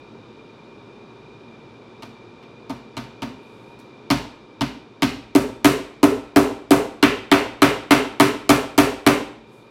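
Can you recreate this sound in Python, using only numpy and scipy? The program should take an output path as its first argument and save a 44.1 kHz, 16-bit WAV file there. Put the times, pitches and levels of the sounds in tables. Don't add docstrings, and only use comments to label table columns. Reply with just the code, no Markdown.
import sys
import numpy as np
from scipy import signal
from scipy.fft import rfft, irfft, next_fast_len
from scipy.io import wavfile
from scipy.ndimage import uniform_filter1d, minimum_filter1d

SR = 44100
rng = np.random.default_rng(int(sys.argv[2]) if len(sys.argv) > 2 else 0)


def bounce(signal):
    frames = np.transpose(np.atleast_2d(signal))
    limited = np.clip(frames, -1, 1)
    pcm = np.round(limited * 32767).astype(np.int16)
    wavfile.write(sys.argv[1], SR, pcm)


N = 427769
CUTOFF_HZ = 15900
RING_TIME = np.arange(int(0.7 * SR)) / SR
THUMP_HZ, SEAT_HZ, KNOCK_HZ = 210.3, 393, 865.5


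def from_db(db):
    return 10 ** (np.asarray(db) / 20)


def unit_energy(x):
    return x / np.sqrt(np.sum(x ** 2) + 1e-20)


def at_hz(points, hz, axis=1):
    points = np.array(points)
    return np.interp(np.log(np.maximum(hz, 1)), np.log(points[:, 0]), points[:, axis])


def level_over_time(points, left=None):
    return from_db(np.interp(np.arange(N) / SR, *np.transpose(points), left=left))


def add(track, s, sound):
    start = int(s * SR)
    track[start:start + len(sound)] += sound[:N - start]


def coloured(x, db_at, size=8192):
    cepstrum = irfft(np.log(from_db(db_at(np.fft.rfftfreq(size, 1 / SR)))))
    cepstrum[1:size // 2] *= 2
    cepstrum[size // 2 + 1:] = 0
    return irfft(rfft(x, size) * np.exp(rfft(cepstrum)))


def steady_noise(gain_at):
    size = next_fast_len(N, real=True)
    spectrum = rfft(rng.standard_normal(size)) * gain_at(np.fft.rfftfreq(size, 1 / SR))
    return unit_energy(irfft(spectrum, size)[:N]) * np.sqrt(N)


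def slow_noise(rate_hz):
    return steady_noise(lambda hz: 1 / (1 + (hz / rate_hz) ** 2))


# frequency in Hz, relative density in dB per Hz.
AIR_SPECTRUM = [(20, -64), (35, -30), (55, -11.5), (80, -27), (110, -2.5), (170, -8.5), (400, -2.5),
                (650, -15), (1200, -15.5), (1850, -27), (2800, -27.5), (4700, -31), (8000, -47.5),
                (12000, -58), (15000, -76)]


def air(level_db=-45):
    return from_db(level_db) * steady_noise(lambda hz: from_db(at_hz(AIR_SPECTRUM, hz)))


# frequency in Hz, width in Hz, level in dB before the background's drift.
MACHINE_TONES = [(117, 11, -65), (226.4, 20, -54), (425, 17, -63.5), (921, 42, -59.5), (2385, 101, -57.5),
                 (3570, 130, -67), (3790, 150, -67)]


def machine(waver=0.0061, waver_hz=2.7):
    running_s = np.cumsum(1 + waver * slow_noise(waver_hz)) / SR
    out = 0
    for hz, width, db in MACHINE_TONES:
        phase = 2 * np.pi * hz * running_s
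        in_phase = slow_noise(width / 2) * np.cos(phase)
        quadrature = slow_noise(width / 2) * np.sin(phase)
        out = out + from_db(db) * (in_phase + quadrature)
    return out


# time in seconds, level in dB.
BACKGROUND_LEVEL = [(0, 0), (3.9, 0), (4.8, -2), (9.7, -3)]


def background():
    return (air() + machine()) * level_over_time(BACKGROUND_LEVEL)


# time in seconds, level in dB.
SLEEVE_LEVEL = [(3.3, -90), (3.45, -72), (3.72, -74), (3.85, -100), (9.35, -100), (9.44, -85), (9.54, -67),
                (9.6, -69), (9.69, -80)]


def sleeve(centre_hz=8000, width_hz=6000):
    swish = steady_noise(lambda hz: np.exp(-((hz - centre_hz) / width_hz) ** 2))
    return level_over_time(SLEEVE_LEVEL, left=-np.inf) * swish


# frequency in Hz, tail energy in dB against the sound sent into the room, t60 in seconds.
ROOM_DECAY = [(60, 0.5, 0.67), (171, 9, 0.37), (388, 5.5, 0.58), (1190, 6.5, 0.49), (2980, 4, 0.53),
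              (7740, 2.5, 0.43), (15000, 1.5, 0.28)]


def reverberation(build_up_s, count=30):
    size = len(RING_TIME)
    hz = np.fft.rfftfreq(size, 1 / SR)
    white = rfft(rng.standard_normal(size))
    centres = np.geomspace(30, CUTOFF_HZ, count)
    swell = 1 - np.exp(-(RING_TIME / build_up_s) ** 2)
    tail = 0
    for centre, peak in zip(centres, np.eye(count)):
        share = np.interp(hz, centres, peak)
        decay = from_db(-60 * RING_TIME / at_hz(ROOM_DECAY, centre, axis=2))
        band = unit_energy(irfft(white * share, size) * swell * decay)
        tail = tail + band * np.sqrt(np.mean(share ** 2)) * from_db(at_hz(ROOM_DECAY, centre))
    return tail


# delay in seconds, level in dB against the direct clack.
FIRST_REFLECTIONS = [(.0042, -12), (.0068, -5), (0.0097, 0), (0.0121, -17)]


def workshop(near, around, rings, clack_db=-7, ring_room_db=-21):
    early = near.copy()
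    for delay, db in FIRST_REFLECTIONS:
        add(early, delay, from_db(db) * near)
    into_room = from_db(clack_db) * around + from_db(ring_room_db) * rings
    diffuse = signal.fftconvolve(into_room, reverberation(build_up_s=0.0037))[:N]
    return rings + from_db(clack_db) * early + diffuse


def ring(hz, level_db, t60, build_up, lag=0):
    t = np.maximum(RING_TIME - lag, 0)
    envelope = from_db(level_db - 60 * t / t60) * (1 - np.exp(-t / build_up))
    return envelope * np.sin(2 * np.pi * hz * t)


def body(modes, level_db, detune, spread_db, stiffening_per_db):
    shift, *strengths = rng.standard_normal(len(modes) + 1)
    pitch = 1 + stiffening_per_db * level_db + detune * shift
    out = 0
    for (hz, db, t60, lag, build_up), strength in zip(modes, strengths):
        out = out + ring(hz * pitch, db + level_db + spread_db * strength, t60, build_up, lag)
    return out


# frequency in Hz before stiffening, level in dB against the thump, t60 in seconds,
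# lag after the contact in seconds, build-up in seconds.
SADDLE_MODES = [(55.2, -34, 0.48, 0.002, 0.022), (113.3, -32, 0.5, 0.0014, 0.024),
                (130.5, -18.5, 0.26, 0.0031, 0.014), (204.7, -24, 0.12, 0.0031, 0.011),
                (243.8, -13.5, 0.19, 0.0034, 0.022), (277, -10, 0.13, 0.0029, 0.007)]


def saddle(thump_db, spot, edge_frame_db=2.5):
    level_db = thump_db + (1 - spot) * edge_frame_db
    return body(SADDLE_MODES, level_db, detune=0.008, spread_db=1.6, stiffening_per_db=0.004)


# frequency in Hz before
# stiffening, level in dB against the seat's level, t60 in seconds, lag in seconds, build-up in seconds.
SEAT_MODES = [(288.6, -1.5, 0.15, 0.0028, 0.0053), (385.6, -10, 0.31, 0.0011, 0.0041),
              (416, -15, 0.15, 0.089, 0.0062)]


def seat(seat_db):
    return body(SEAT_MODES, seat_db, detune=0.0035, spread_db=0.3, stiffening_per_db=0.0012)


def saddle_levels(force_db, clank_db, spot):
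    full_db, growth, bottoms_out_db = 2.5, 1.49, -8
    thump_db = full_db - growth * max(bottoms_out_db - force_db, 0)
    edge_db, middle_db = -29, -1.17
    clank_drain = 0.24
    seat_db = thump_db + edge_db + spot * (middle_db - edge_db) - clank_drain * clank_db
    return thump_db, seat_db


# frequency in Hz, level in dB when struck at its edge,
# level in dB when struck in its middle, t60 in seconds.
SHEET_MODES = [(581.4, -14, -25, 0.19), (659.4, -12.5, -13.5, 0.14), (706.7, -18, -18, 0.17),
               (820, -25, -21, 0.13), (906.5, -7, -15.5, 0.13), (1014, -21, -17.5, 0.094),
               (1122, -14.5, -16, 0.094), (1202, -17.5, -14.5, 0.14), (1268, -21, -19.5, 0.18),
               (1314, -44, -25.5, 0.4), (1408, -38, -25, 0.15), (1536, -23.5, -27.5, 0.16),
               (1850, -8, -38, 0.054), (2087, -23, -25, 0.17), (2260, -18, -16, 0.087),
               (2847, -6, -20, 0.038), (3110, -21, -20, 0.093), (4105, -21, -10.5, 0.021),
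               (4340, -16, -14, 0.031), (4810, -21, -17, 0.034)]


def sheet(spot, colour, detune, spread_db, build_up):
    chance = rng.standard_normal((len(SHEET_MODES), 3))
    out = 0
    for (hz, edge_db, middle_db, t60), (shift, strength, sign) in zip(SHEET_MODES, chance):
        level_db = edge_db + spot * (middle_db - edge_db) + at_hz(colour, hz) + spread_db * strength
        out = out + np.sign(sign) * ring(hz * (1 + detune * shift), level_db, t60, build_up)
    return out


# frequency in Hz, level in dB at the very edge.
EDGE_COLOUR_DB = [(2000, -4), (3100, 2), (4600, 6), (8600, -12)]


def metal_colour(level_db, brightness, spot, tilt_hz=3080):
    colour = []
    for hz, edge_db in EDGE_COLOUR_DB:
        octaves_above = max(np.log2(hz / tilt_hz), 0)
        colour.append((hz, level_db + brightness * octaves_above + (1 - spot) * edge_db))
    return colour


def bending_wave(knock_lag_s, size=2048):
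    hz = np.fft.rfftfreq(size, 1 / SR)
    slowness = np.sqrt(KNOCK_HZ / np.maximum(hz, THUMP_HZ))
    lag = knock_lag_s * (slowness - np.sqrt(KNOCK_HZ / CUTOFF_HZ))
    phase = 2 * np.pi * np.cumsum(np.maximum(lag, 0)) * SR / size
    return irfft(np.exp(-1j * phase))[:size // 2]


def chatter(rise_s, slap_s, evenness, rattle_db=-19, rattle_s=0.011, size=4096):
    t = np.arange(size) / SR
    slap = rng.standard_normal(size) * np.exp(-t / slap_s)
    touches = rng.standard_normal(size) * (rng.random(size) < 600 / SR)
    rattle = unit_energy(touches) * np.sqrt(size) * from_db(rattle_db) * np.exp(-t / rattle_s)
    spectrum = rfft((slap + rattle) * (1 - np.exp(-t / rise_s)))
    even = irfft(spectrum / (np.abs(spectrum) + 1e-9) ** evenness)
    return unit_energy(even[:size // 2])


# frequency in Hz, level in dB before the blow's own colour.
CONTACT_NOISE = [(30, 9), (55, 23.5), (85, 21.5), (130, 22.5), (180, 21), (270, 32.5), (500, 29),
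                 (1200, 25), (1750, 23), (2400, 23.5), (3800, 18), (6500, 13), (10000, 12.5), (16000, 5)]


def contact(wave, colour):
    return coloured(wave, lambda hz: at_hz(CONTACT_NOISE, hz) + at_hz(colour, hz))


# time in seconds, spot from 0 (edge) to 1 (middle).
HAMMER_SPOT = [(4.9, 0.43), (5.45, 1)]
# start in seconds, force in dB, clank in dB against the force, brightness in dB per octave.
HAMMER_BLOWS = [(2.0223, -24, -1.5, 0), (2.4258, -45, 9.5, -7), (2.6954, -17.5, -5, 0.5),
                (2.9674, -17.5, 1, -1), (3.2196, -16, -1, -1), (3.79, -42, 2.5, 5), (4.1019, -4, 0, 1.4),
                (4.6083, -11, 2.1, -.9), (5.0209, -8, 5.5, -1.3), (5.3501, -5.5, -2, 2),
                (5.6450, -1.5, 2, 0), (6.0296, -2, -4, 0.5), (6.3601, 1.5, -5, 0.8), (6.7066, 2.5, -6, 1.4),
                (7.0264, -2, 6, -7), (7.3148, 2, 1.6, -5), (7.619, 2, 2, -4), (7.907, 2.2, 2, -3.5),
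                (8.1985, 2.5, 0, -1.5), (8.4917, 2.5, -.5, -0.7), (8.778, 2, -0.5, -.4),
                (9.064, 2.2, -.5, -1.7)]


def hammering(edge_room_db=-2.5):
    near, around, rings = np.zeros((3, N))
    wave = bending_wave(knock_lag_s=0.0033)
    for s, force_db, clank_db, brightness in HAMMER_BLOWS:
        spot = np.interp(s, *np.transpose(HAMMER_SPOT))
        thump_db, seat_db = saddle_levels(force_db, clank_db, spot)
        colour = [(THUMP_HZ, thump_db), (SEAT_HZ, seat_db), (KNOCK_HZ, force_db)]
        colour += metal_colour(force_db + clank_db, brightness, spot)
        clack = contact(wave, colour)
        direct = signal.fftconvolve(clack, chatter(rise_s=0.00077, slap_s=0.0012, evenness=0.32))
        spread = signal.fftconvolve(clack, chatter(rise_s=0.00087, slap_s=0.0023, evenness=0.91))
        add(near, s, direct)
        add(around, s, from_db(edge_room_db * (1 - spot)) * spread)
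        add(rings, s, sheet(spot, colour, detune=0.007, spread_db=1.0, build_up=0.0046))
        add(rings, s, saddle(thump_db, spot))
        add(rings, s, seat(seat_db))
    return near, around, rings


def scene():
    return (background() + sleeve() + workshop(*hammering()))[None]


def limiter(x, ceiling_db, release_db_per_s, size=45):
    over = np.maximum(20 * np.log10(np.abs(x) + 1e-9) - ceiling_db, 0)
    ramp = release_db_per_s * np.arange(N) / SR
    gain_db = ramp - np.maximum.accumulate(over + ramp, axis=-1)
    return x * from_db(uniform_filter1d(minimum_filter1d(gain_db, size), size))


def record(dry):
    limited = limiter(dry, ceiling_db=-0.7, release_db_per_s=602)
    low_pass = signal.ellip(10, 0.1, 80, CUTOFF_HZ, fs=SR, output="sos")
    return signal.sosfilt(low_pass, limited)


dry = scene()
out = record(dry)
bounce(out)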